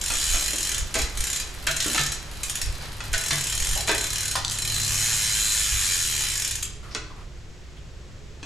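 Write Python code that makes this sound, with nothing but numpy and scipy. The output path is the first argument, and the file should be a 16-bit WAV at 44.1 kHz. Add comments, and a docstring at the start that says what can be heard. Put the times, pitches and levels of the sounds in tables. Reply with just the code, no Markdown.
"""Bicycle crank turned backwards

A bicycle stands in a small room and its crank is turned backwards by hand, in pushes and then in one long spin.
Spring-loaded pawls drop over the ratchet teeth, singly or as a buzz; each drop is a tiny noise burst that rings the hub.
The chain rustles in small ticks, the drivetrain knocks in the frame, and small parts snap and rattle.
Beneath lie room air, a low uneven rumble (both shaped noise) and the faint drone of a far motor (sine waves)."""
import sys
import numpy as np
from scipy import signal
from scipy.fft import rfft, irfft, next_fast_len
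from scipy.io import wavfile
from scipy.ndimage import uniform_filter1d

SR = 44100
rng = np.random.default_rng(int(sys.argv[2]) if len(sys.argv) > 2 else 0)


def bounce(signal):
    """Save signal as a 16-bit WAV file at the path given by the first command-line argument."""
    frames = np.transpose(np.atleast_2d(signal))
    limited = np.clip(frames, -1, 1)
    pcm = np.round(limited * 32767).astype(np.int16)
    wavfile.write(sys.argv[1], SR, pcm)


N = 372644
TIME = np.arange(N) / SR
SIZE = next_fast_len(N + SR)
HZ = np.maximum(np.arange(SIZE // 2 + 1) * SR / SIZE, 1)

# All levels and strengths are relative settings; the mix and the room act on them later.
# Knocks of crank, chain and frame: t/s, strength/dB, main resonance f/Hz, bass/dB, clatter decay/ms
KNOCKS = [(.103, -27, 1360, 2.5, 6.2), (0.343, -28.5, 1440, 0, 7.9), (.53, -36.5, 330, 1, 13),
          (0.944, -29, 2580, -4, 8), (.953, -22.5, 2100, 7, 10), (.992, -25, 2480, -1, 9.3),
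          (1.671, -21, 1600, -6, 9.5), (1.803, -24.5, 1650, -30, 1.8), (1.860, -30.5, 1310, 19, 12),
          (1.947, -23.5, 2780, -3, 13), (1.979, -19.5, 1670, -3.5, 6.1), (3.005, -31.5, 1430, 1.5, 4.1),
          (3.138, -20.5, 1620, -12, 7.2), (3.308, -19.5, 1720, -4.5, 7.3), (3.759, -32, 730, 5, 16),
          (3.879, -23, 2020, -4, 8.7), (3.892, -18.5, 1830, 6, 14), (6.950, -28.5, 1320, 5.5, 8.6),
          (8.429, -36.5, 1370, 8, 4.2)]
# One hollow clunk: t/s, strength/dB, contact decay/ms
CLUNK = (4.354, -21.5, 7)
# Its resonances: f/Hz, width/Hz, lift/dB
CLUNK_MODES = [(920, 170, 16), (1015, 120, 13), (1220, 170, 12), (1420, 130, 15), (3570, 400, 8)]
# Dry snaps of small parts, most in the gear change before the long spin:
# t/s, strength/dB, contact decay/ms, dull above f/Hz
SNAPS = [(4.4479, -24.5, 2, 5000), (4.4806, -28.5, 1, 9500), (4.498, -28.5, 1.5, 9500),
         (4.576, -35, 1.8, 6000), (6.9488, -31, 1.14, 5230)]
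# The chain drops onto the next sprocket with a dying rattle:
# t/s, strength of first link/dB, time between links/s, loss per link/dB
SHIFT_RATTLE = (4.511, -29.5, .0065, 1.3)
# Far motor: t/s, base f/Hz, level/dB
MOTOR = [(2.4, 99.5, -62), (2.8, 102.5, -44), (4.1, 101.9, -46), (4.85, 104.9, -36.5), (5.5, 107.8, -48.5),
         (6.2, 101.6, -44), (6.9, 102.2, -54)]
# Its tones: multiple of the base f, level/dB
MOTOR_TONES = [(0.99, 0), (4 / 3, -5.5), (2.1, -17)]

# Broad colours of hub, frame, chain links, cloth, hollow part, small parts, rumble and room air: f/Hz, level/dB
HUB = [(150, -35), (500, -34.5), (900, -18), (1600, -7.5), (4900, -8), (6000, -3), (7150, 3.5),
       (8400, -4.5), (10000, -5), (12200, -9), (13500, -15), (15000, -47)]
FRAME = [(60, -14), (250, -6.5), (520, -3), (900, -2.5), (3500, -0.5), (5500, -3), (8000, -6), (12000, -37),
         (16000, -57)]
LINKS = [(100, -7), (350, -5.5), (1800, 1), (7000, 3), (10000, 1.5), (13000, 0.5), (15000, -46)]
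CLOTH = [(150, -6.5), (1100, -5), (2000, -6), (5000, -12.5), (12000, -22), (15000, -60)]
HOLLOW = [(100, -21), (600, -8), (900, -4), (2300, -4.5), (5500, 1.5), (8000, -18), (14000, -33)]
SNAP = [(200, -21), (2200, -10.5), (3500, 5.5), (7000, 9), (12000, -4), (15000, -25)]
LOWS = [(25, -1), (42, 1), (55, 2.5), (100, -11.5), (160, -17), (400, -59)]
AIR = [(50, -71), (140, -72), (250, -81.5), (500, -83), (800, -90), (2000, -90), (7600, -96.5),
       (8800, -108), (12500, -114), (14500, -140)]
# Resonances of hub, frame and room air: f/Hz, width/Hz, lift/dB
HUB_MODES = [(1755, 180, 3.5), (2446, 190, 4.5), (3100, 290, 6), (3542, 46, 7.5), (4008, 52, 13.5),
             (4157, 45, 12), (4740, 74, 8), (5450, 96, 8), (6750, 100, 2), (8660, 130, 4.5), (9620, 210, 5)]
FRAME_MODES = [(305, 39, 8.7), (658, 7, 13), (1170, 44, 2.7), (1550, 79, 4), (2010, 6.9, 11),
               (2570, 120, 8.7), (3450, 170, 2.8), (4030, 180, 4.1)]
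AIR_MODES = [(357, 5, 11.4), (417.6, 3.5, 10.5)]
# The hub's strongest ring comes and goes. Its band: lower f/Hz, upper f/Hz
RING_BAND_HZ = (3850, 4300)
# Gain of that band: t/s, level/dB
RING_SWELL = [(3.9, -1), (4.58, 1), (4.76, 7.5), (4.88, -1), (5.08, -1.5), (5.4, 3), (5.6, -2),
              (5.67, -8.5), (5.75, -1), (5.96, 1.5), (6.05, 1), (6.48, -4.5), (6.62, -8)]
# How far a knock's main resonance stands out: f/Hz, lift/dB
MAIN_LIFT = [(800, 15), (1400, 6), (1620, 11), (2100, 4)]

# Time the room takes to fade by 60 dB: f/Hz, fade time/s
ROOM_T60 = [(150, 0.62), (800, 0.51), (2500, 0.51), (6000, 0.45), (13000, 0.16)]
# How alike left and right are in sound from all around: f/Hz, likeness (1 = the same)
LIKENESS = [(30, 0.81), (150, 0.98), (800, 0.73), (1600, 0.68), (2600, 0.47), (4500, 0.48), (7000, 1),
            (10000, 0.66), (13000, 0.099)]
# Puffs of stirred air on the microphone: t/s, level/dB
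PUFFS = [(.13, -28), (.34, -24.5), (.82, -27.5), (1.02, -27), (1.2, -25.5), (2.685, -22), (3.139, -27.5),
         (3.6, -27.5), (3.73, -23), (5.75, -28)]
# Jolts that set the whole frame booming: t/s, level/dB
BOOMS = [(1.68, -31), (1.99, -26.5), (3.316, -25)]
# Hands and clothes brushing the bicycle: start t/s, length/s, level/dB, release/s, main f/Hz, its lift/dB
BRUSHES = [(0, 4.8, -43.5, 1.0, 690, -0.5), (2.808, 0.04, -39.5, 0.073, 4500, 7),
           (6.829, 0.08, -47, .025, 1300, 8), (6.91, 0.047, -44, 0.013, 5240, 19.5),
           (7.101, .025, -47, .03, 1080, 21), (7.161, 0.055, -48.5, 0.03, 1060, 14),
           (7.768, 0.019, -52, 0.014, 3200, 14)]

# Pushes on the crank; the pace changes evenly up to a turning point and evenly again after it:
# first tooth t/s, turning point t/s, last tooth t/s, teeth, start pace, end pace (turning-point pace = 1)
PUSHES = [(0.013, 0.336, 0.506, 33, 0.41, 0.38), (0.532, 0.666, 0.78, 11, 0.77, 0.52),
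          (0.941, 0.958, 1.017, 4, 3.93, 1.29), (1.173, 1.359, 1.399, 8, 0.87, 0.48),
          (1.668, 1.702, 1.765, 3, 0.82, 0.48), (1.804, 1.963, 2.12, 16, 0.67, 0.08),
          (2.433, 2.531, 2.615, 4, 0.8, 0.85), (3.13, 3.263, 3.439, 12, 0.35, 0.72),
          (3.469, 3.749, 3.806, 15, 0.68, 0.5), (3.874, 3.896, 4.068, 8, 3.85, 1.27),
          (4.104, 4.246, 4.356, 10, 0.86, 0.41)]
# The long spin gathers speed, holds and runs down: t/s, speed/(teeth per s)
SPIN = [(4.586, 27.2), (4.893, 70.7), (5.049, 118.1), (5.208, 107.3), (5.621, 105.9), (6.116, 78.5),
        (6.33, 55.1), (6.626, 8.2)]
SPIN_TEETH = 162

# Below the first rate the teeth click singly, above the second they merge into a buzz (teeth per s)
SINGLE_RATE, BUZZ_RATE = 25, 55
# In a buzz the teeth come very evenly and the pawls drop almost together
TOOTH_JITTER_S, BUZZ_SPREAD_S, PAWL_DECAY_MS = .00012, .002, 1.6
# A shorter contact is brighter: clatter giving the frame's plain treble, and treble gained at each halving
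PLAIN_CLATTER_MS, TREBLE_DB_PER_HALVING = 6.2, 5
# The chain is louder the faster it runs: level at 100 teeth per s, rise, creep between pushes (teeth per s)
CHAIN_DB, CHAIN_DB_PER_DOUBLING, CREEP_RATE = -37.5, 2.5, 7.5
BRUSH_ATTACK_S, BRUSH_WIDTH_SHARE = 0.0024, 0.24
# Share of the snaps and lone ticks sent into the room step; the rest skips it
SNAP_ROOM_SHARE = .68
AIR_DB, CUTOFF_HZ = -46, 15900


def amp(db):
    """Turn decibels into a gain."""
    return 10 ** (np.asarray(db) / 20)


def rms_one(x):
    """Scale a sound to an average strength (rms) of 1."""
    return x / np.sqrt(np.mean(x ** 2) + 1e-20)


def in_time(rows):
    """Read each column of a timed table at every sample."""
    s, *columns = np.transpose(rows)
    return [np.interp(TIME, s, column) for column in columns]


def at_hz(points, hz):
    """Read a table between its points, along log frequency."""
    f, value = np.transpose(points)
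    return np.interp(np.log(hz), np.log(f), value)


def colour(points, modes, hz):
    """A broad spectrum in dB with resonance peaks on it."""
    peaks = sum((amp(lift) ** 2 - 1) / (1 + (2 * (hz - f) / width) ** 2) for f, width, lift in modes)
    return at_hz(points, hz) + 10 * np.log10(np.maximum(1 + peaks, 1e-2))


def body(points, modes, size=16384):
    """How a struck body of this colour rings: at once, then fading (minimum phase); its energy is 1."""
    hz = np.maximum(np.arange(size // 2 + 1) * SR / size, 1)
    cepstrum = irfft(np.log(amp(colour(points, modes, hz))))
    # keeping only the forward half of the cepstrum puts the ring after the blow
    forward = 2 * cepstrum[:size // 2] * (np.arange(size // 2) > 0)
    ring = irfft(np.exp(rfft(forward, size)))
    return ring / np.linalg.norm(ring)


def add(track, s, piece):
    """Mix a piece into a track at time s."""
    i = int(np.clip(s * SR, 0, N - 1))
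    track[i:i + len(piece)] += piece[:N - i]


def diffuse(points, modes=()):
    """Stereo noise from all around, more alike left and right at some pitches than at others; rms 1."""
    alike = np.clip(at_hz(LIKENESS, HZ), -1, 1)
    mid, side = rfft(rng.standard_normal((2, SIZE))) * amp(colour(points, modes, HZ))
    mid = irfft(mid * np.sqrt(1 + alike), SIZE)
    side = irfft(side * np.sqrt(1 - alike), SIZE)
    return rms_one(np.array([mid + side, mid - side])[:, :N])


def contact(decay_ms, grain_db, size=4096):
    """One impact with its chatter of tiny rebounds; it has the energy of 20 ms of noise with rms 1."""
    grain = np.clip(rng.standard_normal(size), -2, 2)
    chatter = rng.standard_normal(size) * amp(grain_db * grain)
    burst = chatter * np.exp(-TIME[:size] / (max(decay_ms, .1) * 1e-3))
    return burst / np.linalg.norm(burst) * np.sqrt(SR / 50)


def tooth_times(s, pace, count):
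    """When each of a run of teeth goes by, for a pace that changes evenly between the times s."""
    t = np.linspace(s[0], s[-1], 2000)
    speed = np.interp(t, s, pace)
    turned = np.cumsum(speed) - speed[0]
    return np.interp(np.linspace(0, turned[-1], count), turned, t)


def ratchet_runs():
    """The tooth times of every push and of the long spin."""
    runs = []
    for first, turn, last, teeth, start_pace, end_pace in PUSHES:
        runs.append(tooth_times([first, turn, last], [start_pace, 1, end_pace], count=int(teeth)))
    return runs + [tooth_times(*np.transpose(SPIN), count=SPIN_TEETH)]


def room(x, early_db=0.0, early_s=0.019, late_db=-2, build_s=0.01, size=4096):
    """Direct sound, quick reflections, then a tail whose treble dies first.
    Wheel and mechanic keep moving, so each short stretch of sound meets a new pattern of reflections."""
    t, noise = TIME[:SR], diffuse([(1, 0), (SR, 0)])
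    spectrum, centres = rfft(noise, SIZE), [hz for hz, _ in ROOM_T60]
    # split the noise into overlapping pitch bands, each with its own fade
    bands = [irfft(spectrum * at_hz(list(zip(centres, share)), HZ), SIZE) for share in np.eye(len(centres))]
    decays = [amp(-60 * t / t60) * (1 - np.exp(-t / build_s)) for _, t60 in ROOM_T60]
    early_decay = np.exp(-t / early_s) * (t > .001)
    out, padded = np.zeros((2, N + 2 * SR)), np.pad(x, (size, 2 * size))
    fade = np.sqrt(signal.get_window("hann", 2 * size))
    for i in range(0, N + size, size):
        j = rng.integers(N - SR)  # a random piece of noise is the new pattern
        tail = sum(band[:, j:j + SR] * decay for band, decay in zip(bands, decays))
        early = noise[:, j:j + SR][:, ::-1] * early_decay
        response = (amp(early_db) * rms_one(early) + amp(late_db) * rms_one(tail)) / np.sqrt(SR)
        stretch = padded[i:i + 2 * size] * fade
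        echo = signal.fftconvolve(stretch[None], response, axes=1)
        out[:, i:i + echo.shape[1]] += echo
    return (x + out[:, size:size + N]) / np.sqrt(1 + amp(early_db) ** 2 + amp(late_db) ** 2)


def brushing():
    """Cloth or skin rubs as soft noise; each brush swells, holds and dies away, with a pitch of its own."""
    out = 0
    for s, length, db, release_s, hz, lift_db in BRUSHES:
        attack = np.clip((TIME - s) / BRUSH_ATTACK_S, 0, 1)
        release = np.exp(-np.maximum(TIME - s - length, 0) / release_s)
        cloth = diffuse(CLOTH, [(hz, BRUSH_WIDTH_SHARE * hz, lift_db)])
        out = out + amp(db) * attack * release * cloth
    return out


def rumble(steady_db=-41, stirred_db=-41, puff_s=0.034, puff_top_hz=62):
    """A steady low rumble; until the spin ends stirred air adds to it, and deeper puffs reach the microphone."""
    running = TIME < SPIN[-1][0]
    power = amp(steady_db) ** 2 + amp(stirred_db) ** 2 * uniform_filter1d(running * 1., SR // 2)
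    puff_power = sum(amp(db) ** 2 * np.exp(-((TIME - s) / puff_s) ** 2) for s, db in PUFFS)
    low_pass = signal.butter(1, puff_top_hz, fs=SR, output="sos")
    deep = rms_one(signal.sosfilt(low_pass, diffuse(LOWS)))
    left_right_gain = amp([[-1], [1]])
    return (np.sqrt(power) * diffuse(LOWS) + np.sqrt(puff_power) * deep) * left_right_gain


def far_motor(waver_db=2):
    """A drone of a few sine tones that rises and sinks a little beyond the walls."""
    hz, level_db = in_time(MOTOR)
    phase = 2 * np.pi * np.cumsum(hz) / SR
    knots = np.linspace(0, N / SR, 40)
    out = np.zeros(N)
    for multiple, db in MOTOR_TONES:
        waver = np.interp(TIME, knots, rng.normal(0, waver_db, len(knots)))
        out += np.sqrt(2) * amp(level_db + db + waver) * np.sin(multiple * phase)
    return out


def room_air():
    """The faint hush of the room: steady noise with two narrow resonances."""
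    return amp(AIR_DB) * diffuse(AIR, AIR_MODES)


def loose_links(ticks_per_s=16, tick_db=-47, uneven_db=3):
    """Before the long spin, chain links settle at random moments with faint lone ticks."""
    force = np.zeros(N)
    for s in rng.uniform(0, SPIN[0][0], int(ticks_per_s * SPIN[0][0])):
        tick = contact(decay_ms=1.0, grain_db=8, size=1024)
        add(force, s, amp(tick_db + rng.normal(0, uneven_db)) * tick)
    return signal.fftconvolve(force, body(LINKS, ()))[:N]


def chain_level():
    """Chain level in dB from crank speed; the chain creeps between pushes and all but vanishes after the spin."""
    rate = CREEP_RATE * (TIME < SPIN[0][0])
    for run in ratchet_runs():
        rate = rate + np.interp(TIME, run, 1 / np.gradient(run), left=0, right=0)
    smooth_rate = np.maximum(uniform_filter1d(rate, SR // 20), 1e-4)
    doublings = np.log2(smooth_rate / 100)
    return CHAIN_DB + CHAIN_DB_PER_DOUBLING * doublings


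def chain(links_per_s=70, uneven_db=4.5):
    """Rollers seat on the sprockets in a stream of small uneven ticks; crank speed sets only their level."""
    force = np.zeros(N)
    for s in np.arange(0, N / SR, 1 / links_per_s):
        tick = contact(decay_ms=4.6, grain_db=3.5, size=1024)
        add(force, s + rng.normal(0, .003), amp(rng.normal(0, uneven_db)) * tick)
    rustle = signal.fftconvolve(force, body(LINKS, HUB_MODES[:7]))[:N]
    return amp(chain_level()) * rms_one(rustle)


def pawls(tooth_s, level_db, spread_s, count=3):
    """The pawls drop in close succession over one tooth: (s, impact) for each."""
    drops = []
    for k in range(count):
        delay_s = spread_s * (k + rng.normal(0, .25)) / (count - 1) * (k > 0)
        impact = contact(PAWL_DECAY_MS, grain_db=2.5) / np.sqrt(count)
        drops.append((tooth_s + delay_s, amp(level_db + rng.normal(0, 1.0)) * impact))
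    return drops


def swell_ring(x):
    """The band of the strongest ring swells and sinks while the rest stays."""
    band_pass = signal.butter(2, RING_BAND_HZ, "band", fs=SR, output="sos")
    ring = signal.sosfiltfilt(band_pass, x)
    return x + (amp(in_time(RING_SWELL)[0]) - 1) * ring


def freehub(tooth_db=-25.5, uneven_db=0.4, slow_spread_s=.0036, slow_db=1.0):
    """Springs snap about equally at every tooth, so faster is louder; hub, cassette and spokes ring."""
    force = np.zeros(N)
    for run in ratchet_runs():
        slowness = np.interp(1 / np.gradient(run), [SINGLE_RATE, BUZZ_RATE], [1, 0])
        for at, slow in zip(run, slowness):
            level_db = tooth_db + slow * slow_db + rng.normal(0, uneven_db)
            spread_s = BUZZ_SPREAD_S + slow * (slow_spread_s - BUZZ_SPREAD_S)
            for s, impact in pawls(at + rng.normal(0, TOOTH_JITTER_S), level_db, spread_s):
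                add(force, s, impact)
    return swell_ring(signal.fftconvolve(force, body(HUB, HUB_MODES))[:N])


def knocks(main_width_hz=400):
    """Slack is taken up with a short clatter; each blow favours its own part of the frame's ring."""
    out = np.zeros(N)
    for s, level_db, main_hz, bass_db, clatter_ms in KNOCKS:
        treble_db = TREBLE_DB_PER_HALVING * np.log2(PLAIN_CLATTER_MS / clatter_ms)
        tilt = [(450, bass_db), (1400, 0), (4500, treble_db)]  # f/Hz, level/dB
        points = [(hz, db + at_hz(tilt, hz)) for hz, db in FRAME]
        main_mode = (main_hz, main_width_hz, at_hz(MAIN_LIFT, main_hz))
        ring = body(points, FRAME_MODES + [main_mode])
        add(out, s, amp(level_db) * signal.fftconvolve(contact(clatter_ms, grain_db=4), ring))
    return out


def booms(hz=145, t60=0.51, swell_s=0.0088):
    """The frame's low bending mode swells after a jolt and dies slowly."""
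    out, t = np.zeros(N), TIME[:SR]
    fade = np.exp(-np.log(1000) * t / t60)
    ring = np.sin(2 * np.pi * hz * t) * (1 - np.exp(-t / swell_s)) * fade
    for s, db in BOOMS:
        add(out, s, amp(db) * ring)
    return out


def clunk():
    """A short blow on something hollow, which rings mainly in a cluster of close resonances."""
    s, level_db, contact_ms = CLUNK
    out = np.zeros(N)
    ring = body(HOLLOW, CLUNK_MODES)
    add(out, s, amp(level_db) * signal.fftconvolve(contact(contact_ms, grain_db=5.0), ring))
    return out


def snaps():
    """Small steel parts snap into place, bright and almost without ring."""
    out = np.zeros(N)
    for s, level_db, contact_ms, dull_hz in SNAPS:
        points = [(hz, db - 10 * np.log10(1 + (hz / dull_hz) ** 4)) for hz, db in SNAP]
        ring = body(points, ())
        add(out, s, amp(level_db) * signal.fftconvolve(contact(contact_ms, grain_db=3.5), ring))
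    return out


def shift_rattle(count=9):
    """Link after link slaps onto the new sprocket, each set softer than the last, and the cassette rings."""
    s, level_db, gap_s, loss_db = SHIFT_RATTLE
    force = np.zeros(N)
    for k in range(count):
        slap_s = s + gap_s * (k + rng.uniform(-.5, .5))
        add(force, slap_s, amp(level_db - loss_db * k) * contact(PAWL_DECAY_MS, grain_db=2))
    return signal.fftconvolve(force, body(HUB, HUB_MODES))[:N]


def scene():
    """The bicycle in its room, over the background; the small snaps and ticks arrive more directly."""
    small = loose_links() + snaps()
    drivetrain = chain() + amp(-2.0) * freehub() + amp(-0.5) * knocks() + clunk() + shift_rattle()
    in_room = room(drivetrain + SNAP_ROOM_SHARE * small)
    bicycle = in_room + (1 - SNAP_ROOM_SHARE) * small + booms()
    return bicycle + brushing() + rumble() + far_motor() + room_air()


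def record(dry):
    """A steep low-pass filter removes the very top of the treble."""
    low_pass = signal.ellip(10, .1, 80, CUTOFF_HZ, fs=SR, output="sos")
    return signal.sosfilt(low_pass, dry)


dry = scene()
out = record(dry)
bounce(out)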